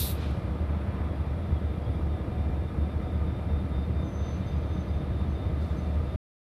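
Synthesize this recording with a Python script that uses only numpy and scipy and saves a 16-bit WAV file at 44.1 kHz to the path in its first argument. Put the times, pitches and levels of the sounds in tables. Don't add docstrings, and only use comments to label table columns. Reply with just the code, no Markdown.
import sys
import numpy as np
from scipy import signal
from scipy.fft import rfft
from scipy.io import wavfile

SR = 44100
rng = np.random.default_rng(int(sys.argv[2]) if len(sys.argv) > 2 else 0)


def pcm_store(signal):
    levels = np.round(np.clip(np.atleast_2d(signal), -1, 1) * 32767)
    wavfile.write(sys.argv[1], SR, levels.astype(np.int16).T)


N = 287955
TIME = np.arange(N) / SR


def from_db(db):
    return 10 ** (np.asarray(db) / 20)


def rms_one(x):
    return x / np.sqrt(np.mean(x ** 2) + 1e-20)


def envelope(full_s, db, attack_s, release_s, hold_s=0):
    early, late = np.maximum(full_s - TIME, 0), np.maximum(TIME - full_s - hold_s, 0)
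    return from_db(db) * np.exp(-early / attack_s - late / release_s)


def bumps(rows, width_s):
    return from_db(sum(db * np.exp(-.5 * ((TIME - s) / width_s) ** 2) for s, db in rows))


def in_time(rows):
    times, *columns = np.transpose(rows)
    return [np.interp(TIME, times, column) for column in columns]


def coloured(white, spectrum):
    hz, db = np.transpose(spectrum)
    bins = np.maximum(np.fft.rfftfreq(N, 1 / SR), 1)
    gain = from_db(np.interp(np.log(bins), np.log(hz), db, -np.inf, -np.inf))
    return rms_one(np.fft.irfft(gain * rfft(white), N))


def noise(spectrum):
    return coloured(rng.standard_normal(N), spectrum)


def drift(rate_hz):
    step, settling = 40, 2000
    pole = np.exp(-2 * np.pi * rate_hz * step / SR)
    white = rng.standard_normal(N // step + settling + 2)
    slow = signal.lfilter([1], [1, -2 * pole, pole * pole], white)[settling:]
    return np.interp(np.arange(N) / step, np.arange(len(slow)), rms_one(slow))


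def resonate(x, hz, width_hz):
    radius = np.exp(-np.pi * width_hz / SR)
    feedback = [1, -2 * radius * np.cos(2 * np.pi * hz / SR), radius ** 2]
    return signal.lfilter(np.array([1, 0, -1]) * (1 - radius ** 2) / 2, feedback, x)


def tone(hz):
    return np.sqrt(2) * np.sin(2 * np.pi * np.cumsum(hz) / SR)


# time in seconds, turns per second.
NEAR_SPEED = [(0.0, 3.949), (1.0, 3.952), (2.0, 3.972), (3.0, 3.993), (4.5, 4.001), (6.2, 4.002)]

def crank():
    return np.cumsum(in_time(NEAR_SPEED)[0]) / SR


# strength in dB, lag of the puff at the stack in milliseconds.
CYLINDERS = [(6.0, 1.4), (-0.0, 11.3), (3.0, 11.0), (-3.0, 11.1), (-8.0, 8.6), (3.0, 14.0), (-6.0, 15.0),
             (4.0, 9.5), (-5.0, 5.4), (-5.0, 4.4), (-6.0, 4.7), (5.0, 3.6), (3.0, 0.0), (4.0, 14.3),
             (4.0, 4.2), (3.0, 2.9)]
# time in seconds, level change in dB.
FIRING_ACCENTS = [(.19, 2), (.6, 4.5), (.7, 2.5), (.88, 6), (1.2, -0.5), (1.526, 9), (1.875, 13),
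                  (2.06, 4.5), (2.4, 5), (2.46, -1.5), (4.21, 2), (4.555, 5.5), (4.71, 1.5), (5.21, 3),
                  (5.46, 4), (5.6, 8)]

def firings(uneven_db, jitter_ms):
    fired = len(CYLINDERS) * crank()
    index = np.arange(int(fired[-1]))
    strength_db, lag_ms = np.array(CYLINDERS)[index % len(CYLINDERS)].T
    time_scatter, level_scatter = rng.standard_normal((len(index), 2)).T
    arrival_s = np.interp(index, fired, TIME) + (lag_ms + jitter_ms * time_scatter) / 1000
    sizes = from_db(strength_db + uneven_db * level_scatter)
    clicks = np.bincount(np.maximum(arrival_s * SR, 0).astype(int), sizes, N)[:N]
    return clicks * bumps(FIRING_ACCENTS, width_s=0.0095)


def puffs(clicks, swell_s, depth):
    pole = np.exp(-1 / (swell_s * SR))
    swells = signal.lfilter([1], [1, -2 * pole, pole * pole], clicks)
    return rms_one(1 + depth * rms_one(swells))


# frequency in Hz, bandwidth in Hz, relative gain in dB.
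STACK_MODES = [(74, 16, 0), (112, 40, -8), (180, 50, -17)]

def near_exhaust(clicks, gain_db, load_rise_db):
    speed, = in_time(NEAR_SPEED)
    load_db = gain_db + load_rise_db * (speed - speed.min()) / np.ptp(speed)
    boom = sum((-1) ** k * from_db(db) * resonate(clicks, hz, width)
               for k, (hz, width, db) in enumerate(STACK_MODES))
    passband = signal.butter(2, [40, 240], "band", fs=SR, output="sos")
    return from_db(load_db) * signal.sosfilt(passband, boom)


# multiple of crank speed, rms level in dB.
FAR_ORDERS = [(15, -51), (16, -47), (17, -37.3), (19, -44), (20, -54), (34, -53)]

def far_exhaust(turns, waver_db):
    return np.sqrt(2) * sum(from_db(db + waver_db * drift(1.5)) * np.cos(2 * np.pi * order * turns)
                            for order, db in FAR_ORDERS)


# frequency in Hz, relative spectral density in dB.
RUMBLE_SPECTRUM = [(15, -33.5), (25, -23.5), (40, -3), (55, -2.5), (75, -0.5), (100, 1), (150, -0.5),
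                   (200, -2), (250, -13), (350, -14.5), (600, -47.5)]

def rumble(clicks):
    return from_db(-36.5) * puffs(clicks, swell_s=0.0046, depth=0.8) * noise(RUMBLE_SPECTRUM)


# frequency in Hz, share of the power from 0 to 1.
PERIODIC_SHARE = [(110, .4), (190, .6), (300, .55), (550, .45), (1000, .1), (2000, 0)]

def shaking():
    size = int(SR / NEAR_SPEED[0][1])
    random_phases = np.exp(2j * np.pi * rng.random(size // 2 + 1))
    one_turn = rms_one(np.fft.irfft(random_phases, size))
    periodic = np.interp(crank() % 1 * size, np.arange(size), one_turn)
    fresh = rng.standard_normal(N)
    share = np.interp(np.fft.rfftfreq(N, 1 / SR), *np.transpose(PERIODIC_SHARE))
    return np.fft.irfft(np.sqrt(share) * rfft(periodic) + np.sqrt(1 - share) * rfft(fresh), N)


# frequency in Hz, bandwidth of each filter pass in Hz, rms level in dB.
PANEL_MODES = [(143.31, 26, -49.5), (186.03, 34.429, -44.5), (268.02, 40, -51.5), (312.09, 20, -50),
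               (335.66, 9, -58), (473.89, 59, -52.5), (597.08, 14, -60.5), (672.93, 14, -59.5),
               (734.7, 18, -58), (946.49, 52, -66), (1017, 58, -64.5), (1261.2, 130, -61),
               (2032.3, 210, -65), (3379.8, 95, -74), (5630, 260, -86)]
# multiple of crank speed, rms level in dB.
NEAR_ORDERS = [(43, -52), (46, -49), (78, -57), (88, -60), (100, -63)]

def hood(flow):
    drive, turns = flow * shaking(), crank()
    ringing = sum(from_db(db) * rms_one(resonate(resonate(drive, hz, width), hz, width))
                  for hz, width, db in PANEL_MODES)
    hum = sum(from_db(db) * np.sin(2 * np.pi * (order * turns + rng.random()))
              for order, db in NEAR_ORDERS)
    return ringing + np.sqrt(2) * hum


# frequency in Hz, relative spectral density in dB.
MACHINERY_SPECTRUM = [(150, -35), (250, -2), (350, -5.5), (560, -8.5), (860, -14), (1440, -21),
                      (2300, -26.5), (3000, -31), (4100, -34.5), (5000, -41), (6800, -49.5), (9300, -45.5),
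                      (11500, -48.5), (14500, -51.5)]

def machinery(flow, chatter_below_hz):
    rush = coloured(shaking(), MACHINERY_SPECTRUM)
    body = signal.sosfiltfilt(signal.butter(2, chatter_below_hz, fs=SR, output="sos"), rush)
    return from_db(-43) * (rush + (flow - 1) * body)


# frequency in Hz, rms level in dB, flicker in dB.
GEAR_TONES = [(574.46, -59.5, 2), (598.66, -61, 3), (633.39, -59, 4), (936.67, -70, 4.5),
              (1179.9, -70, 1.5), (1208.9, -63.5, 4), (1246.2, -68, 2), (1308.5, -68, 3), (1357, -69, 2.5),
              (1510, -76.5, 4.5), (1697.4, -71.5, 3.5), (2376, -69.5, 3), (2713.9, -83.5, 6),
              (4797.9, -84.5, 6), (5518.4, -93.5, 2), (5568, -91, 4), (10062, -86.5, 4.5)]

def gears(wobble):
    return sum(from_db(db + flicker_db * drift(17)) * tone(hz * (1 + wobble * drift(12.3)))
               for hz, db, flicker_db in GEAR_TONES)


def drive_whistle(turns, pitch_hz, swing_hz, echo_s):
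    slack = .5 - .5 * np.cos(2 * np.pi * (turns - .14))
    level = envelope(full_s=3.7, db=-62.5, attack_s=3.3, release_s=2.6, hold_s=1.6)
    pitch = pitch_hz + swing_hz * slack + 13 * drift(70)
    partials = tone(pitch) + from_db(-18) * tone(pitch * 4 / 3)
    break_off_db = 15.5 * np.clip((slack - 0.5962) / 0.49, 0, 1)
    direct = level * from_db(2 * drift(55) - break_off_db) * partials
    reflection = np.interp(TIME - echo_s, TIME, direct, left=0)
    return direct + from_db(-10.5) * reflection


# time in seconds, frequency in Hz, rms level in dB.
THIN_WHINE = [(.5, 3330, -80), (.9, 3343, -75), (1.9, 3328, -73), (2.5, 3374, -85), (4.5, 3372, -80),
              (6.1, 3390, -76.5)]

def thin_whine(wobble_hz, flicker_db):
    hz, db = in_time(THIN_WHINE)
    return from_db(db + flicker_db * drift(25)) * tone(hz + wobble_hz * drift(60))


# frequency in Hz, relative spectral density in dB.
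JET_SPECTRUM = [(1410, -39.5), (2400, -9.5), (3130, -8.5), (3410, -1.5), (3660, 2.5), (4240, -1),
                (4770, -6), (5580, -8.5), (7160, -12.5), (8430, -6), (9700, -4.5), (12300, 1), (14200, -1),
                (14900, -10), (15500, -29.5)]
SIDE_HISS_SPECTRUM = [(1500, -7.5), (3700, -0.5), (6000, -3.5), (9000, -4), (14000, -5)]

def air_blast(bleed_s, open_s, shut_s, sputter_db):
    pressure = np.exp(-TIME / bleed_s)
    opening = np.exp(-np.maximum(TIME - open_s, 0) / shut_s)
    jet = from_db(-30.5 - sputter_db * drift(90)) * pressure * opening * noise(JET_SPECTRUM)
    side_level = envelope(full_s=0.1156, db=-49, attack_s=0.0221, release_s=0.0002)
    return jet + side_level * noise(SIDE_HISS_SPECTRUM)


# frequency in Hz, relative spectral density in dB.
NEAR_ECHO_SPECTRUM = [(500, -20), (1000, -3), (2000, -5), (3800, -6.5), (5000, -14.5), (7000, -24.5),
                      (12000, -28)]
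FAR_ECHO_SPECTRUM = [(450, -18), (900, 3.5), (1500, -5), (2500, -12.5), (4500, -27.5)]

def blast_echoes():
    yard = from_db(-52) * np.exp(-TIME / .3)
    trees = envelope(full_s=.225, db=-46.5, attack_s=.075, release_s=.105)
    woods = envelope(full_s=0.9913, db=-49.5, attack_s=0.7245, release_s=0.28)
    return np.hypot(yard, trees) * noise(NEAR_ECHO_SPECTRUM) + woods * noise(FAR_ECHO_SPECTRUM)


# start in seconds, level of the exciting impulse in dB.
TICKS = [(0.3116, -29.5), (1.465, -41.5), (2.021, -40)]

def ticks(hz, width_hz):
    start_s, db = np.transpose(TICKS)
    clicks = np.bincount((start_s * SR).astype(int), from_db(db), N) + 1e-18
    return resonate(resonate(clicks, hz, width_hz), hz, width_hz)


# time of full level, attack and hold in seconds, rms level in dB.
SQUEALS = [(4.056, 0.0207, 0.0519, -68), (4.14, 0.01546, 0.20546, -62.5), (4.47, 0.008, .025, -66.5),
           (4.551, .012, 0.43, -78), (4.725, 0.0131, .02, -70), (4.795, 0.01165, 0.02286, -68),
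           (5.303, .008, 0.01145, -70.5), (5.771, .004, .014, -68.5), (5.831, .008, 0.0085, -78)]

def squeal(pitch_hz, sag_hz, wobble_hz, octave_db):
    bursts = [envelope(full_s, db, attack_s, release_s=0.035, hold_s=hold_s)
              for full_s, attack_s, hold_s, db in SQUEALS]
    swing = np.max(bursts, axis=0)
    pitch = pitch_hz - sag_hz * np.sqrt(swing / swing.max()) + wobble_hz * drift(109.37)
    flicker = from_db(2.6 * drift(60.4))
    return swing * flicker * (tone(pitch) + from_db(octave_db) * tone(2 * pitch))


# frequency in Hz, relative spectral density in dB.
RUB_SPECTRUM = [(1400, 1.5), (2500, -2.5), (4200, -3.5), (5200, -15), (7000, -22.5)]

def rub(full_s, attack_s):
    swell = envelope(full_s, db=-60, attack_s=attack_s, release_s=0.4526)
    lingering = envelope(full_s, db=-64.5, attack_s=attack_s, release_s=np.inf)
    return np.hypot(swell, lingering) * noise(RUB_SPECTRUM)


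# frequency in Hz, relative spectral density in dB.
LEAK_SPECTRUM = [(3000, -5), (4300, 7.5), (6500, -2), (10000, -5), (14000, -12.5)]

def air_leak():
    return envelope(full_s=5.62, db=-66, attack_s=.03, release_s=0.3923) * noise(LEAK_SPECTRUM)


# time in seconds, level change in dB.
THROB_CHANGES = [(.335, 6.5), (1.15, -4.5), (1.37, 1.5), (1.585, 0), (1.76, -5.5), (1.84, -3), (1.94, -2.5),
                 (2.62, 2), (2.91, -5.5), (3.07, -1), (3.64, -0.5), (4.13, -3), (5.11, 6.5), (6.12, -5.5)]

def scene():
    clicks = firings(uneven_db=0.5547, jitter_ms=0.22)
    far_turns = 4.298 * (TIME - .0375)
    flow = puffs(clicks, swell_s=0.0022, depth=0.22)
    exhaust = near_exhaust(clicks, gain_db=22.5, load_rise_db=1.2043)
    exhaust += far_exhaust(far_turns, waver_db=2)
    mix = (exhaust + rumble(clicks)) * bumps(THROB_CHANGES, width_s=0.01268)
    mix += hood(flow) + machinery(flow, chatter_below_hz=2200)
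    mix += gears(wobble=.0012)
    mix += drive_whistle(far_turns, pitch_hz=3620.4, swing_hz=42.331, echo_s=.035)
    mix += thin_whine(wobble_hz=9, flicker_db=5.0)
    mix += ticks(hz=10690, width_hz=2600)
    mix += squeal(pitch_hz=6161.7, sag_hz=41.823, wobble_hz=9.2, octave_db=-29.5)
    mix += rub(full_s=4.27, attack_s=0.088)
    mix += air_blast(bleed_s=0.0916, open_s=0.11186, shut_s=0.0308, sputter_db=0.4727)
    mix += blast_echoes() + air_leak()
    return mix[None, :]


def record(dry):
    stop_s, cutoff_hz = 6.161, 14500
    gate = np.clip((stop_s - TIME) / .003, 0, 1)
    return signal.sosfilt(signal.ellip(10, .1, 80, cutoff_hz, fs=SR, output="sos"), dry * gate)


dry = scene()
out = record(dry)
pcm_store(out)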